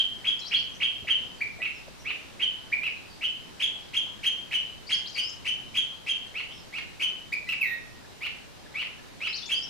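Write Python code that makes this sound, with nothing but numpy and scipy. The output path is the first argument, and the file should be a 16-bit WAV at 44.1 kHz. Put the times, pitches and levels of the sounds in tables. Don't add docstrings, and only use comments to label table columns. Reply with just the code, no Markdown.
import sys
import numpy as np
from scipy import signal
from scipy.fft import rfft, irfft
from scipy.io import wavfile
from scipy.ndimage import uniform_filter1d

SR = 44100
rng = np.random.default_rng(int(sys.argv[2]) if len(sys.argv) > 2 else 0)


def unload_wav(signal):
    wavfile.write(
        sys.argv[1],
        SR,
        np.round(np.clip(np.atleast_2d(signal).T, -1, 1) * 32767).astype(np.int16),
    )


N = 427329

# mark_s, pitch_hz, level_db, overtones_db, top_sheen_db, left_minus_right_db
CHIRP_NOTES = [(-0.012,3117,-20.5,-35,-15,-0.5), (0.274,3198,-23.5,-29,-19,1),
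               (0.54,3110,-22.5,-34,-11,-0.5), (0.832,3083,-23,-33.5,-15,-0.5),
               (1.102,3017,-22.5,-32,-11,0), (2.424,3013,-24,-31,-17,-1), (3.24,2963,-27.5,-30,-5,-0.5),
               (3.626,3190,-23.5,-23.5,-10,0), (3.964,3167,-25,-22.5,-12,1), (4.261,3071,-24.5,-22.5,-7,0),
               (4.541,2957,-25,-26,-7,0), (4.921,3142,-25.5,-20,-16,0), (5.184,2924,-28.5,-20,-9,0.5),
               (5.477,2947,-27,-23,-11,0), (5.773,3152,-24.5,-22.5,-9,0.5), (6.094,3100,-25.5,-23,-15,0.5),
               (7.026,2993,-24.5,-24,-7,0.5), (9.52,3096,-25.5,-21.5,-9,-1)]
PIP_NOTES = [(1.412, 2320, -30.5, -37, 1, 0.5), (2.726, 2340, -27.5, -41, -8, -1.7),
             (7.326, 2370, -30.5, -28.5, -2, 0.18)]
RASP_NOTES = [(1.619, 2525, -30, -40, 0.15, -1.5), (2.833, 2603, -30, -34.5, 2, -0.5),
              (7.489, 2560, -30, -28, 2, -1.5)]
FALL_NOTES = [(7.607, 2276, -31, -37.5, 18, -1.72)]
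# the same six columns, then rise_s
SLUR_NOTES = [(2.046, 2572, -34.5, -43, -5.7, -1.3, 0.05), (6.34, 2623, -35, -32, -5.2, -0.41, 0.05),
              (6.723, 2564, -37, -25.5, -9, -0.63, 0.052), (8.206, 2560, -35, -29.5, 1.6, -1.3, 0.047),
              (8.739, 2603, -34, -31, -4.8, -0.5, .072), (9.2, 2697, -34, -28, -7.4, -0.77, .062)]
# start_s, length_s, first_hz, last_hz, level_db
SMALL_BIRD_GLIDES = [(.389, .023, 4700, 5860, -42.5), (.39, .018, 6300, 7130, -49),
                     (.408, 0.047, 4190, 3920, -40), (0.452, .042, 3850, 5840, -37),
                     (.552, .028, 3900, 4670, -32.5), (.58, 0.022, 4700, 5500, -42),
                     (4.866, .035, 4200, 5390, -41), (4.922, .036, 4050, 5350, -33),
                     (5.057, 0.027, 3550, 5230, -36.5), (5.077, 0.032, 4980, 7100, -48),
                     (5.122, 0.013, 6830, 4870, -49), (5.144, 0.027, 4950, 4370, -35.5),
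                     (5.164, 0.14, 4480, 5330, -36.5), (5.284, .023, 5170, 7000, -41.5),
                     (9.278, .037, 4770, 5380, -40), (9.325, .043, 3840, 5260, -31.5),
                     (9.366, .026, 6200, 3430, -35), (9.422, .033, 3350, 3620, -38),
                     (9.456, .008, 3900, 6470, -35.5), (9.46, .04, 6500, 7300, -47),
                     (9.537, .055, 4500, 5060, -36.5), (9.619, 0.032, 5100, 5660, -35.5)]
# start_s, length_s, first_hz, last_hz, level_db
FAR_GLIDES = [(0.727, 0.056, 5940, 6070, -57.5), (1.33, 0.13, 4920, 4200, -65),
              (1.734, 0.066, 5900, 4900, -59), (1.982, 0.055, 5940, 5530, -59),
              (2.96, 0.033, 4220, 3940, -59), (3.073, 0.082, 4860, 4430, -58),
              (6.485, 0.058, 2690, 3700, -48), (6.493, 0.16, 5660, 5120, -59.5),
              (8.039, 0.025, 1763, 1690, -59), (8.651, 0.029, 1760, 1670, -54.5),
              (8.979, .03, 1760, 1700, -56)]
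# start_s, pitch_hz, level_db, t60_s
SOFT_BUMPS = [(1.025, 135, -38, .1), (1.045, 628, -39, 0.06), (1.588, 640, -43.5, 0.2),
              (1.88, 530, -35, 0.043)]
# frequency_hz, gain_db
BEAK_RADIATION = [(3600, 21.5), (4800, 5.5), (6300, 2), (7800, -4.5), (9700, -2), (11000, -8.5),
                  (12800, -4), (15000, -7.5)]
# frequency_hz, share_0_to_1
BEAK_SHEEN = [(9500, 0.045), (10800, 0.93)]
# frequency_hz, gain_db
THROAT_FILTER = [(1200, 1), (3350, -0.5), (3600, -5), (3900, -6.5), (5000, -2.5)]
# delay_s, level_db
GROUND_ECHOES = [(.003, -8), (.0075, -3.5), (0.013, -20.5), (0.025, -9), (0.042, -13.5), (0.054, -9)]
# frequency_hz, gain_db, t60_s
FOLIAGE_RESPONSE = [(1130, -4, 0.68), (1820, 1, 0.53), (2240, 0.5, 0.49), (2830, 3, 0.54), (5200, 2, 0.33),
                    (6560, -3.5, 0.58), (9300, -4, 0.15), (15000, -15, 0.12)]
# frequency_hz, density_db_per_hz
AIR_SPECTRUM = [(15, -42), (25, -0.5), (71, 1), (106, -2), (214, -3.5), (295, -5), (533, -9), (593, -9.5),
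                (987, -11.5), (1160, -14), (1690, -14), (1980, -14.5), (3480, -16), (3780, -15),
                (15200, -33.5)]
# frequency_hz, correlation_-1_to_1
AIR_CORRELATION = [(30, -0.76), (70, -0.76), (140, -0.39), (280, -0.32), (600, -0.038), (1500, 0.044),
                   (5000, 0.12), (14000, -0.31)]
EDGE_HZ = 15400
CLEAR_DROP_DB = 16.5


def amp(db):
    return 10 ** (np.asarray(db) / 20)


def evened(x):
    return x / np.sqrt(np.mean(x ** 2) + 1e-20)


def read(points, hz, axis=1):
    columns = np.transpose(points)
    return np.interp(np.log(hz + 1), np.log(columns[0] + 1), columns[axis])


def add(mix, s, sound):
    start = round(s * SR)
    sound = sound[..., max(-start, 0):]
    part = mix[..., max(start, 0):][..., :sound.shape[-1]]
    part += sound[..., :part.shape[-1]]


def wobble(count, rate_hz):
    hz = np.fft.rfftfreq(8192 + count, 1 / SR)
    spectrum = rfft(rng.standard_normal(8192 + count)) / (1 + (hz / rate_hz) ** 4)
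    return evened(irfft(spectrum))[:count]


def air(level_db=-47, patchy_db=1.0, ease_db_per_s=0.11):
    frames, hz = N // 256 + 5, np.fft.rfftfreq(1024, 1 / SR)
    a, b, c, d, patches = rng.standard_normal((5, frames, len(hz)))
    patches = uniform_filter1d(patches, size=20, axis=0)
    patches = evened(uniform_filter1d(patches, size=14, axis=1))
    same = read(AIR_CORRELATION, hz)
    left = a + 1j * b
    right = same * left + np.sqrt(1 - same ** 2) * (c + 1j * d)
    z = np.array([left, right]) * amp(read(AIR_SPECTRUM, hz) + patchy_db * patches)
    rush = signal.istft(z.transpose(0, 2, 1), nperseg=1024, noverlap=768)[1][:, :N]
    easing = amp(-ease_db_per_s * np.arange(N) / SR)
    return amp(level_db) * evened(rush * easing)


def outdoors(x, echo_db, scatter_db, likeness=0.3, build_s=0.013):
    t = np.arange(SR) / SR
    taps = rng.standard_normal((2, SR))
    taps[1] = likeness * taps[0] + np.sqrt(1 - likeness ** 2) * taps[1]
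    hz, s, z = signal.stft(taps, SR, nperseg=256)
    decay = amp(-60 * s / read(FOLIAGE_RESPONSE, hz, axis=2)[:, None])
    tail = signal.istft(z * decay, SR, nperseg=256)[1][:, :SR]
    tail *= 1 - np.exp(-t / build_s)
    paths = amp(scatter_db) * tail / np.linalg.norm(tail[0]) / np.sqrt(2)
    for delay_s, db in GROUND_ECHOES:
        for channel in paths:
            add(channel, delay_s + rng.uniform(0, .00025), amp([db + echo_db]))
    leaves = amp(read(FOLIAGE_RESPONSE, np.fft.rfftfreq(SR, 1 / SR)))
    paths = irfft(rfft(paths) * leaves)
    paths[:, 0] += 1
    return signal.fftconvolve(np.atleast_2d(x), paths, axes=1)[:, :N]


def far_birds(waver=.03):
    out = np.zeros(N)
    for s, length_s, first_hz, last_hz, level_db in FAR_GLIDES:
        count = round(length_s * SR)
        hz = np.linspace(first_hz, last_hz, count) * (1 + waver * wobble(count, 300))
        tone = np.sin(2 * np.pi * np.cumsum(hz) / SR)
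        add(out, s, amp(level_db) * tone * np.hanning(count))
    return out


def bumps(blur=1.0):
    out, t = np.zeros(N), np.arange(SR // 5) / SR
    for s, hz, level_db, t60_s in SOFT_BUMPS:
        ring = np.sin(2 * np.pi * hz * t + blur * wobble(len(t), 243))
        onset = 1 - np.exp(-t / 0.0018)
        add(out, s, amp(level_db - 60 * t / t60_s) * onset * ring)
    return out


def small_bird(waver=0.01, glide_waver=0.043, fast_hz_per_s=40000, bend=.85, taper=0.27):
    out = np.zeros(N)
    for s, length_s, first_hz, last_hz, level_db in SMALL_BIRD_GLIDES:
        count = round(length_s * SR)
        hz = first_hz + (last_hz - first_hz) * np.linspace(0, 1, count) ** bend
        speed_hz_per_s = abs(last_hz - first_hz) / length_s
        rough = waver + glide_waver * np.tanh(speed_hz_per_s / fast_hz_per_s)
        phase = 2 * np.pi * np.cumsum(hz * (1 + rough * wobble(count, 560))) / SR
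        add(out, s, amp(level_db) * np.sin(phase) * signal.windows.tukey(count, taper))
    return out


def envelope(t, attack_s, attack_db, release_s, release_db, curve=1.282):
    rising = np.maximum(1 - (t - t[0]) / attack_s, 0)
    sinking = np.maximum(1 - (t[-1] - t) / release_s, 0)
    return -attack_db * rising ** curve - release_db * sinking ** curve


def switch(t, at_s, over_s, before, after):
    return before + (after - before) * (1 + np.tanh((t - at_s) / over_s)) / 2


def crest(t, top_s, top_hz, rise_hz_per_s, sag_hz_per_s):
    return top_hz - rise_hz_per_s * np.maximum(top_s - t, 0) - sag_hz_per_s * np.maximum(t - top_s, 0)


def chirp(stroke_s=.0158, count=2, hold_s=.037, start_hz=2050, reach_hz=3080, leap_hz=190,
          sag_hz_per_s=11500, peak_db=2, break_db=7, split_db=-17):
    t = np.arange(-count * stroke_s, hold_s, 1 / SR)
    stroke = np.where(t < 0, t / stroke_s % 1, 1)
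    held_hz = crest(t, top_s=.005, top_hz=reach_hz + leap_hz, rise_hz_per_s=28600, sag_hz_per_s=sag_hz_per_s)
    hz = np.where(t < 0, start_hz + (reach_hz - start_hz) * stroke, held_hz)
    effort_db = peak_db + envelope(t, attack_s=0.0458, attack_db=13, release_s=0.023, release_db=14.5)
    effort_db -= break_db * (1 - stroke) ** 2
    straining = switch(t, at_s=-.021, over_s=0.0029, before=.48, after=0.76)
    rough = switch(t, at_s=.001, over_s=0.0033, before=straining, after=0.23)
    return t, hz, effort_db, rough, split_db


def pip(lead_s=.008, hold_s=0.032, peak_db=6.0, rough=0.2, split_db=-22):
    t = np.arange(-lead_s, hold_s, 1 / SR)
    hz = crest(t, top_s=0.0041, top_hz=2450, rise_hz_per_s=66000, sag_hz_per_s=9400)
    effort_db = peak_db + envelope(t, attack_s=.012, attack_db=25.5, release_s=0.025, release_db=18.5)
    return t, hz, effort_db, rough, split_db


def rasp(lead_s=.018, second_s=.033, hold_s=.057, hum_hz=2020, hum_db=-13, hum_rough=0.11, peak_db=1,
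         fade_db_per_s=210, snap_db=6, snap_s=0.0021, split_db=-13):
    t = np.arange(-lead_s, hold_s, 1 / SR)
    age = np.where(t < second_s, abs(t), t - second_s)
    hz = crest(t, top_s=.027, top_hz=2870, rise_hz_per_s=13650, sag_hz_per_s=25900)
    effort_db = peak_db + snap_db * np.exp(-age / snap_s) - fade_db_per_s * age
    effort_db = np.where(t < 0, hum_db, effort_db)
    effort_db = effort_db - switch(t, at_s=hold_s, over_s=0.0061, before=0, after=15.6)
    rough = switch(age, at_s=0.017, over_s=0.013, before=0.66, after=0.23)
    return t, np.where(t < 0, hum_hz, hz), effort_db, np.where(t < 0, hum_rough, rough), split_db


def fall(lead_s=0.0028, hold_s=.155, slide_s=.074, top_hz=2920, rest_hz=1885, split_db=-23):
    t = np.arange(-lead_s, hold_s, 1 / SR)
    hz = rest_hz + (top_hz - rest_hz) * np.maximum(1 - (t + lead_s) / slide_s, 0) ** 2
    effort_db = switch(t, at_s=.036, over_s=0.0117, before=6.7, after=-4)
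    effort_db += envelope(t, attack_s=.01, attack_db=34.5, release_s=.028, release_db=16)
    return t, hz, effort_db, switch(t, at_s=0.057, over_s=.02, before=0.16, after=0.11), split_db


def slur(rise_s, tumble_s=.021, start_hz=1780, top_hz=2980, bend=.7, tumble_hz_per_s=48000,
         peak_db=1.3, crack_db=2.5, split_db=-6):
    t = np.arange(0, rise_s + tumble_s, 1 / SR)
    hz = start_hz + (top_hz - start_hz) * np.minimum(t / rise_s, 1) ** bend
    hz -= tumble_hz_per_s * np.maximum(t - rise_s, 0)
    effort_db = peak_db + envelope(t, attack_s=0.01994, attack_db=16.5, release_s=0.00708, release_db=12.5)
    effort_db += switch(t, rise_s, over_s=0.0063, before=0, after=crack_db)
    effort_db -= crack_db * np.exp(-((t - rise_s) / 0.0083) ** 2)
    clearing = switch(t, at_s=0.0084, over_s=0.01, before=0.73, after=.3)
    rough = switch(t, rise_s, over_s=0.0065, before=clearing, after=0.74)
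    return t, hz, effort_db, rough, split_db


def note(row, gesture, jitter_hz=500, shimmer=0.57, rasp_db=-2, brightening=1.11,
         smear=1.6, smear_hz=450, grit=0.17, grit_hz=1500):
    s, pitch_hz, level_db, treble_db, sheen_db, pan_db = row
    t, *controls = gesture
    count = len(t)
    glide_hz, effort_db, rough, split_db = (uniform_filter1d(c * np.ones(count), size=60) for c in controls)
    rough = np.clip(rough, 0, 1)
    hz = glide_hz * pitch_hz / np.average(glide_hz, weights=amp(effort_db) ** 2)
    hz *= 1 + .008 * wobble(count, 90) + .08 * rough * wobble(count, jitter_hz)
    phase = 2 * np.pi * np.cumsum(hz) / SR
    flutter = (1 + shimmer * rough * wobble(count, jitter_hz)) * signal.windows.tukey(count, .06)

    tone = np.sin(phase + grit * rough * wobble(count, grit_hz))
    half_steps = 0.49 * np.sin(phase / 2) + 1.06 * np.sin(3 * phase / 2)
    tone += amp(split_db - CLEAR_DROP_DB * (1 - rough)) * half_steps
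    throat = amp(read(THROAT_FILTER, np.fft.rfftfreq(count, 1 / SR)))
    tone = irfft(rfft(amp(effort_db) * flutter * tone) * throat, count)

    overtones = np.zeros(count)
    for k in np.arange(4, 17) / 2:
        share = amp(rasp_db) * rough if k % 1 else 1
        beak = amp(read(BEAK_RADIATION, k * hz) + sheen_db * read(BEAK_SHEEN, k * hz))
        beak = beak * (k * hz < EDGE_HZ)
        blur = smear * np.sqrt(rough) * wobble(count, smear_hz)
        overtones += share * beak * np.sin(k * phase + 2 * np.pi * rng.random() + blur)
    sound = tone + amp(treble_db + brightening * effort_db) * flutter * overtones
    sides_db = [[level_db + pan_db / 2], [level_db - pan_db / 2]]
    return s + t[0], amp(sides_db) * sound


def bulbul():
    out = np.zeros((2, N))
    for rows, gesture in ((CHIRP_NOTES, chirp()), (PIP_NOTES, pip()), (RASP_NOTES, rasp())):
        for row in rows:
            add(out, *note(row, gesture))
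    for *row, rise_s in SLUR_NOTES:
        add(out, *note(row, slur(rise_s)))
    for row in FALL_NOTES:
        add(out, *note(row, fall(), brightening=0.82))
    return out


def scene():
    far = outdoors(far_birds(), echo_db=-4, scatter_db=-1.5) * amp(6.0)
    knocks = bumps() * amp([[1.1], [-1.1]])
    left = outdoors(small_bird(), echo_db=-3.5, scatter_db=-2.5) * amp([[0.5], [-7]])
    near = outdoors(bulbul(), echo_db=-0.5, scatter_db=-3.0) * amp(1.5)
    return air() + far + knocks + left + near


def record(dry):
    low_pass = signal.firwin(511, EDGE_HZ, window=("kaiser", 9), fs=SR)
    return signal.oaconvolve(dry, low_pass[None], "same")


dry = scene()
out = record(dry)
unload_wav(out)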